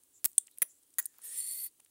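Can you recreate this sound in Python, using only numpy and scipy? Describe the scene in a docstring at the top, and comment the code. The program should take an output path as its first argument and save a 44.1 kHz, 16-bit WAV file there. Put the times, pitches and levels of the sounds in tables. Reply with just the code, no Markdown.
"""Light paw ticks and short runs of snaps from brittle leaves, outdoors, close to the microphone.
Kittens are shifting about on dry litter: each snap is a spray of breaking fibres that sets a leaf
ringing or quivering, twigs knock and fur brushes past. Then one kitten gives a thin hiss of half a
second, air rushing and whistling through its narrowing mouth. Behind it all lies very quiet air with
a few faint chirps far off."""
import sys
import numpy as np
from scipy import signal
from scipy.fft import rfft, irfft
from scipy.io import wavfile

SR = 44100
rng = np.random.default_rng(int(sys.argv[2]) if len(sys.argv) > 2 else 0)


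def put_to_file(sound):
    """Save the sound as 16-bit audio at rate SR, in the file named by the first command-line argument."""
    columns = np.atleast_2d(sound).T  # one column per channel
    safe = np.clip(columns, -1, 1)
    whole_steps = np.round(safe * 32767)
    wavfile.write(sys.argv[1], SR, whole_steps.astype(np.int16))


N = 83790
TIME = np.arange(N) / SR

# Leaves snapping by the microphone. Each row: start in seconds, strength in dB, decay in seconds, leaf.
LEAF_SNAPS = [(0.2444, 0.5, 0.00015, "papery"), (0.2546, 0, 0.0015, "papery"), (.258, 1, 0.0013, "papery"),
              (0.2449, -11, 0.0037, "crisp"), (0.2493, -1.5, 0.0038, "crisp"),
              (.2526, 0.5, 0.00098, "crisp"), (0.2569, 1.5, 0.0015, "crisp"),
              (0.38, 6.5, 0.0022, "ringing"), (0.383, 3.5, 0.0012, "ringing"),
              (0.6188, -1.5, 0.0041, "hollow"), (0.6203, -0.5, 0.0034, "hollow"),
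              (0.6231, 1.5, 0.0017, "hollow"), (0.6259, 0, 0.0028, "hollow"), (.9848, -3, 0.001, "stiff"),
              (0.9878, -1, 0.01, "stiff"), (0.9958, -10, 0.0011, "stiff"), (0.9976, -7.5, 0.0065, "stiff"),
              (0.584, -17, 0.00099, "small"), (1.025, -25, 0.0028, "small"), (1.056, -8, 0.00092, "small"),
              (1.0607, -13, 0.00081, "small")]
# How a snap builds up. Each entry: leaf, rise time in seconds.
SNAP_RISE_S = {"papery": .0001, "crisp": .0001, "ringing": 0.00021, "hollow": 0.00018, "stiff": 0.000088,
               "small": 0.00069}
# The colour of each leaf. Each row: frequency in Hz, relative level in dB.
LEAF_COLOURS = {"papery": [(30, -28.5), (250, -19), (800, -23.5), (2100, -17), (3700, -20), (5300, -14),
                (6400, -18), (9000, -13), (11000, -6), (14000, -8), (16000, -2)], "crisp": [(1500, -30.5),
                (6000, -19), (7600, -4), (9000, -1), (10800, -8.5), (13000, -5), (16000, -1)],
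                "ringing": [(300, -62), (624, -55.5), (1870, -32), (2360, -41.5), (3400, -19.5),
                (5080, -33.5), (6620, -13.5), (7200, -26), (7690, -4), (9240, 6.5), (10200, -21),
                (14000, -17), (16000, -21)], "hollow": [(120, -58.5), (270, -26.5), (480, -11.5),
                (800, -26), (1300, -19), (1950, -7), (2800, -18.5), (3400, -15), (5200, -29.5),
                (6000, -14.5), (8000, -15.5), (10200, 7.5), (11100, -18.5), (12300, -0.5), (14000, -2),
                (16000, -5.5)], "stiff": [(120, -64), (200, -48.5), (1230, -18), (1810, -14), (2910, -22.5),
                (3370, -17.5), (4770, -18.5), (5230, -31.5), (6760, -5.5), (7410, -9.5), (9060, -9),
                (10700, 2), (13600, -6), (16000, -6)], "small": [(1000, -55), (1800, -34), (3000, -42),
                (3900, -28), (5500, -32), (7800, -23.5), (8600, 3.5), (9600, -12.5), (10800, -0.5),
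                (12400, -10), (13200, -12.5), (14500, -12.5), (16000, -20)]}
# The tones each leaf rings with. Each row: pitch in Hz, gain in dB, 60 dB decay time in seconds.
LEAF_RINGS = {"papery": [(14100, -24, .012)], "crisp": [], "ringing": [(3560, -50, .014), (4650, -51, .014),
              (7950, -40, .014), (8500, -40, .014), (9240, -33, .014)], "hollow": [(1970, -39, 0.019),
              (6120, -45, .025), (9300, -48, 0.016), (10300, -45, 0.037)], "stiff": [(1893, -33.5, 0.021),
              (7000, -36, 0.017), (15380, -23, .02)], "small": [(8450, -28, 0.0041)]}
# Each leaf's quiver. Each row: centre in Hz, width in Hz, gain in dB, 60 dB decay time in seconds.
LEAF_QUIVERS = {"papery": [], "crisp": [(8400, 1300, -33, 0.22)], "ringing": [(3560, 200, -49.5, 0.204),
                (7560, 170, -34, 0.15), (8300, 150, -35, 0.13), (8880, 190, -36, .15)],
                "hollow": [(445, 230, -40.5, 0.11), (2500, 1900, -37, 0.081), (5970, 220, -42.5, 0.38),
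                (9150, 130, -36, .18), (10000, 450, -27.5, 0.25)], "stiff": [(1804, 85, -38.5, 0.36),
                (7140, 804, -25, 0.34)], "small": []}

# Light touches of the paws. Each row: start in seconds, strength in dB, centre in Hz.
PAW_TICKS = [(0.036, -37, 9600), (0.316, -37, 10000), (0.331, -37.5, 8300), (0.4704, -30, 8130),
             (0.513, -38, 10900), (0.575, -35.5, 11900), (0.832, -41, 9400), (0.904, -42.5, 9560),
             (0.94, -36, 8300), (1.045, -34, 10000), (1.184, -31.5, 15240), (1.218, -31.5, 9500),
             (1.801, -34, 9600), (1.848, -37, 10000)]
TICK_DECAY_S, TICK_Q = .0012, 9   # Q is centre over bandwidth
CRUMBS_DB, CRUMBS_SPREAD_S = -8.5, .003   # relative to their tick
# Twigs knocking. Each row: start in seconds, strength in dB, centre in Hz, width in Hz, decay in seconds.
TWIG_KNOCKS = [(0.4793, -39.5, 2780, 260, 0.0029), (.482, -44, 1960, 201.3, 0.0016),
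               (.576, -45, 2500, 700, 0.0035), (1.19, -39.5, 1061, 598, 0.0018),
               (1.797, -45.5, 757, 510, 0.011), (1.802, -45, 2615, 700, .002),
               (1.861, -44, 2520, 2010, 0.0016)]
SETTLE_PER_S, SETTLE_HZ = 51, 10000
# Fur brushing the litter. Each row: time in seconds, level in dB.
FUR_LEVEL = [(1.0, -54.5), (1.1, -85), (1.14, -69), (1.22, -69), (1.33, -63), (1.4, -108)]
# The colour of that brushing. Each row: frequency in Hz, relative level in dB.
FUR_COLOUR = [(300, -13), (900, -8.5), (1500, -2.5), (2600, -8.5), (5000, -9), (9000, -5)]

# The air flow of the hiss. Each row: time in seconds, level in dB.
BREATH_LEVEL = [(1.2, -88), (1.225, -54.5), (1.25, -47), (1.28, -48), (1.35, -42.5), (1.385, -42.5),
                (1.43, -46), (1.55, -46), (1.6, -47), (1.668, -48), (1.685, -60), (1.71, -86)]
# The colour of the breath. Each row: frequency in Hz, relative level in dB.
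BREATH_COLOUR = [(150, -50), (440, -18), (750, -32), (1400, -27), (2100, -18), (2700, -17.5), (3500, -13),
                 (4900, -16.5), (5400, -9.5), (6700, -14.5), (8800, 2.5), (10400, 3), (12000, -32),
                 (16000, -22)]
# The treble on top of the breath. Each row: time in seconds, level in dB.
TREBLE_LEVEL = [(1.2, -121), (1.244, -48), (1.256, -48), (1.292, -55.5), (1.354, -53.5), (1.38, -44),
                (1.426, -51.5), (1.608, -43), (1.666, -42), (1.71, -100)]
# The colour of that treble. Each row: frequency in Hz, relative level in dB.
TREBLE_COLOUR = [(7000, -31), (9800, -29), (11000, 1), (14000, -3.5), (15300, -1.5), (16000, -16)]
# Antiresonances of the mouth. Each row: centre in Hz, width in Hz.
MOUTH_NOTCHES = [(1690, 190), (3970, 63), (5020, 240), (5760, 250)]
# High resonances of the mouth. Each row: nominal pitch in Hz, width in Hz, relative level in dB.
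HIGH_WHISTLES = [(7540, 160, -5), (9370, 194, 7), (10960, 130, -4.5), (11380, 110, -8.5)]
# Those resonances sounding as the mouth narrows. Each row: time in seconds, level in dB.
HIGH_WHISTLE_LEVEL = [(1.2, -88.5), (1.25, -58), (1.29, -46.5), (1.35, -64), (1.38, -37), (1.398, -33),
                      (1.43, -43), (1.52, -37.5), (1.56, -48.5), (1.65, -44), (1.70, -96)]
# The lowest mouth resonance. Each row: time in seconds, level in dB.
LOW_WHISTLE_LEVEL = [(1.35, -69), (1.41, -54.5), (1.445, -56.5), (1.52, -52.5), (1.56, -63), (1.59, -53.5),
                     (1.662, -63), (1.69, -69)]
# The resonances rising as the mouth narrows. Each row: time in seconds, share of nominal pitch.
WHISTLE_RISE = [(1.29, 0.9), (1.39, 0.99), (1.52, 1.0), (1.63, 1.012)]
LOW_WHISTLE_HZ, LOW_WHISTLE_WIDTH_HZ = 4418, 230   # nominal pitch
THROAT_HZ, THROAT_WIDTH_HZ, THROAT_DB = 2014, 174, -23   # nominal pitch; level relative to the breath
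TREMBLE_SHARE, TREMBLE_HZ = .004, 24.3   # the whistles waver in pitch
FLUTTER_DB, FLUTTER_HZ = .6, 98   # the whole hiss flutters in level
RIPPLE_DB, RIPPLE_SPACING_HZ = 7, 171

# Scatter from the plants around. Each row: frequency in Hz, relative level in dB.
SCATTER_COLOUR = [(150, -3.5), (2000, -5), (4500, -8), (7500, -4), (10000, -7.5), (13000, -2.5),
                  (16000, -1.5)]
SCATTER_DB, SCATTER_T60_S = -25, .2
# Chirps far off. Each row: start in seconds, length in seconds, centre in Hz, top level in dB.
FAR_CHIRPS = [(0.127, 0.078, 7320, -63.5), (0.506, 0.049, 3880, -75), (0.677, 0.061, 7370, -62.5),
              (0.707, 0.1, 7700, -71.5)]
CHIRP_Q = 11
# The still outdoor air. Each row: frequency in Hz, relative level in dB.
AIR_COLOUR = [(25, -15), (50, -14.5), (100, -6), (175, -14.5), (280, -2), (700, -14.5), (2400, -17.5),
              (3100, -12.5), (5300, -15.5), (9000, -3.5), (12000, -9.5), (16000, -6.5)]
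AIR_DB = -68.5
CUTOFF_HZ = 15750


def leaves():
    """Right by the microphone, each leaf gives way in a few snaps that leave it ringing or quivering."""
    out = np.zeros(N)
    for name, spectrum in LEAF_COLOURS.items():
        force = np.zeros(N)
        for start, db, decay_s, leaf in LEAF_SNAPS:
            if leaf == name:
                add(force, start, db, fracture(decay_s, SNAP_RISE_S[name]))
        out += colour(force, spectrum)
        out += sum(from_db(db) * ring(force, hz, t60) for hz, db, t60 in LEAF_RINGS[name])
        out += sum(linger(force, band(hz, width), db, t60) for hz, width, db, t60 in LEAF_QUIVERS[name])
    return out


def fracture(decay_s, rise_s, size=2048):
    """A swelling, then dying spray of tiny fibre breaks."""
    t = TIME[:size]
    fade = np.exp(-t / decay_s) * (1 - np.exp(-t / rise_s)) ** 2
    spray = rng.standard_normal(size) * from_db(2.3 * rng.standard_normal(size)) * fade
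    for _ in range(2):   # flatten the spectrum while keeping the burst short
        spray = irfft(np.exp(1j * np.angle(rfft(spray * np.sqrt(fade)))))
    return spray * np.exp(-t / (5 * decay_s)) * np.linspace(1, 0, size) ** 2


def paws():
    """Each touch of a paw ticks on the litter and breaks two crumbs around it."""
    out = np.zeros(N)
    for start, db, hz in PAW_TICKS:
        add(out, start, db, resonate(fracture(TICK_DECAY_S, rise_s=.00036), hz, hz / TICK_Q))
        for lag in rng.uniform(-CRUMBS_SPREAD_S, CRUMBS_SPREAD_S, size=2):
            crumb = resonate(fracture(TICK_DECAY_S, rise_s=.0001), hz, hz / 2)
            add(out, start + lag, db + CRUMBS_DB, crumb)
    return out


def hiss():
    """Close up, fluttering air rushes through throat and teeth, and the narrowing mouth whistles."""
    flow = level(BREATH_LEVEL)
    rush = flow * noise(BREATH_COLOUR) + ripple(level(TREBLE_LEVEL) * noise(TREBLE_COLOUR))
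    for hz, width in MOUTH_NOTCHES:
        rush -= resonate(rush, hz, width)
    throat = flow * from_db(THROAT_DB) * whistle(THROAT_HZ, THROAT_WIDTH_HZ)
    high_bands = sum(from_db(db) * whistle(hz, width) for hz, width, db in HIGH_WHISTLES)
    high = level(HIGH_WHISTLE_LEVEL) * rms_one(high_bands)
    low = level(LOW_WHISTLE_LEVEL) * whistle(LOW_WHISTLE_HZ, LOW_WHISTLE_WIDTH_HZ)
    flutter = from_db(FLUTTER_DB * wander(FLUTTER_HZ))
    return flutter * (rush + throat + high + low)


def whistle(hz, width_hz):
    """A resonance of mouth or throat: a narrow band of noise that trembles and rises in pitch."""
    rise = np.interp(TIME, *np.transpose(WHISTLE_RISE))
    tremble = 1 + TREMBLE_SHARE * wander(TREMBLE_HZ)
    phase = 2 * np.pi * np.cumsum(hz * rise * tremble) / SR
    return rms_one(sum(wander(width_hz / 2) * wave(phase) for wave in (np.cos, np.sin)))


def ripple(x):
    """Small irregular resonances put steady peaks and dips into the spectrum."""
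    hz = np.fft.rfftfreq(N, 1 / SR)
    bumps = np.interp(hz / RIPPLE_SPACING_HZ, np.arange(N), rng.uniform(-1, 1.01, N))
    return irfft(rfft(x) * from_db(RIPPLE_DB * bumps), N)


def twigs():
    """Twigs knock together, each knock a short burst through one resonance."""
    out = np.zeros(N)
    for start, db, hz, width, decay_s in TWIG_KNOCKS:
        add(out, start, db, resonate(fracture(decay_s, rise_s=.00019), hz, width))
    return out


def fur():
    """Fur slides over the litter in soft swells of noise."""
    return level(FUR_LEVEL) * noise(FUR_COLOUR)


def settling():
    """The litter keeps settling with tiny, high ticks at random moments."""
    slips = rng.random(N) < SETTLE_PER_S / SR
    strength = from_db(-39.5 + 1.4 * np.minimum(rng.exponential(1, N), 3))
    return resonate(slips * strength, SETTLE_HZ, SETTLE_HZ / TICK_Q)


def plant_scatter(x):
    """The plants around throw a weak, short tail back to the microphone."""
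    return linger(x, noise(SCATTER_COLOUR), SCATTER_DB, SCATTER_T60_S)


def far_chirps():
    """Far from the microphone, blurred chirps: each one a swell of narrow noise."""
    out = np.zeros(N)
    for start, length, hz, db in FAR_CHIRPS:
        swell = np.sin(np.pi * np.clip((TIME - start) / length, 0, 1))
        out += from_db(db) * swell * band(hz, hz / CHIRP_Q)
    return out


def still_air():
    """The quiet of the place: a faint, steady bed of noise."""
    return from_db(AIR_DB) * noise(AIR_COLOUR)


def from_db(db):
    """Decibels to gain."""
    return 10 ** (np.asarray(db) / 20)


def rms_one(x):
    """Scale to unit rms."""
    return x / np.sqrt(np.mean(x ** 2) + 1e-20)


def level(rows):
    """Gain from a curve of seconds and dB, silent outside it."""
    return from_db(np.interp(TIME, *np.transpose(rows), left=-150, right=-150))


def add(track, start_s, db, burst):
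    """Lay a burst into a track with its energy set in dB."""
    i = int(start_s * SR)
    track[i:i + len(burst)] += (from_db(db) * burst / np.linalg.norm(burst))[:N - i]


def colour(x, points, size=4096):
    """Causal filter of unit energy, shaped by points of Hz and dB."""
    hz, db = np.transpose(points)
    grid = np.maximum(np.fft.rfftfreq(size, 1 / SR), 1)
    gain = from_db(np.interp(np.log(grid), np.log(hz), db))
    cepstrum = irfft(np.log(gain))
    cepstrum[1:size // 2] *= 2   # fold to minimum phase
    cepstrum[size // 2 + 1:] = 0
    response = irfft(np.exp(rfft(cepstrum)))
    return signal.fftconvolve(x, response / np.linalg.norm(response))[:N]


def resonate(x, hz, width_hz):
    """Two-pole resonance, gain 1 at its peak."""
    r = np.exp(-np.pi * width_hz / SR)
    feedback = [1, -2 * r * np.cos(2 * np.pi * hz / SR), r * r]
    return signal.lfilter(np.array([1, 0, -1]) * (1 - r * r) / 2, feedback, x)


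def ring(x, hz, t60):
    """A unit click sets a tone of height 1 ringing."""
    r = from_db(-60 / (t60 * SR))
    feedback = [1, -2 * r * np.cos(2 * np.pi * hz / SR), r * r]
    return signal.lfilter([.5, 0, -.5], feedback, x + 1e-18)


def linger(x, tail_noise, db, t60):
    """Smear a sound into a dying tail of the given noise."""
    tail = tail_noise * from_db(-60 * TIME / t60)
    return from_db(db) * signal.fftconvolve(x, tail / np.linalg.norm(tail))[:N]


def noise(points):
    """Coloured noise of unit rms."""
    return rms_one(colour(rng.standard_normal(N), points))


def band(hz, width_hz):
    """Noise in one steep-sided resonance, unit rms."""
    return rms_one(resonate(resonate(rng.standard_normal(N), hz, width_hz), hz, 4 * width_hz))


def wander(hz):
    """Random drift of unit rms, mostly slower than the given rate."""
    return rms_one(signal.sosfilt(signal.butter(2, hz, fs=SR, output="sos"), rng.standard_normal(N)))


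def scene():
    """One microphone close to the kittens on the litter, with plants around and chirps far off."""
    litter = leaves() + paws() + twigs() + settling() + fur()
    return (litter + plant_scatter(litter) + hiss() + far_chirps() + still_air())[None]


def record(dry):
    """A steep low-pass takes the very top off the microphone signal."""
    return signal.sosfilt(signal.ellip(10, .2, 70, CUTOFF_HZ, fs=SR, output="sos"), dry)


dry = scene()
out = record(dry)
put_to_file(out)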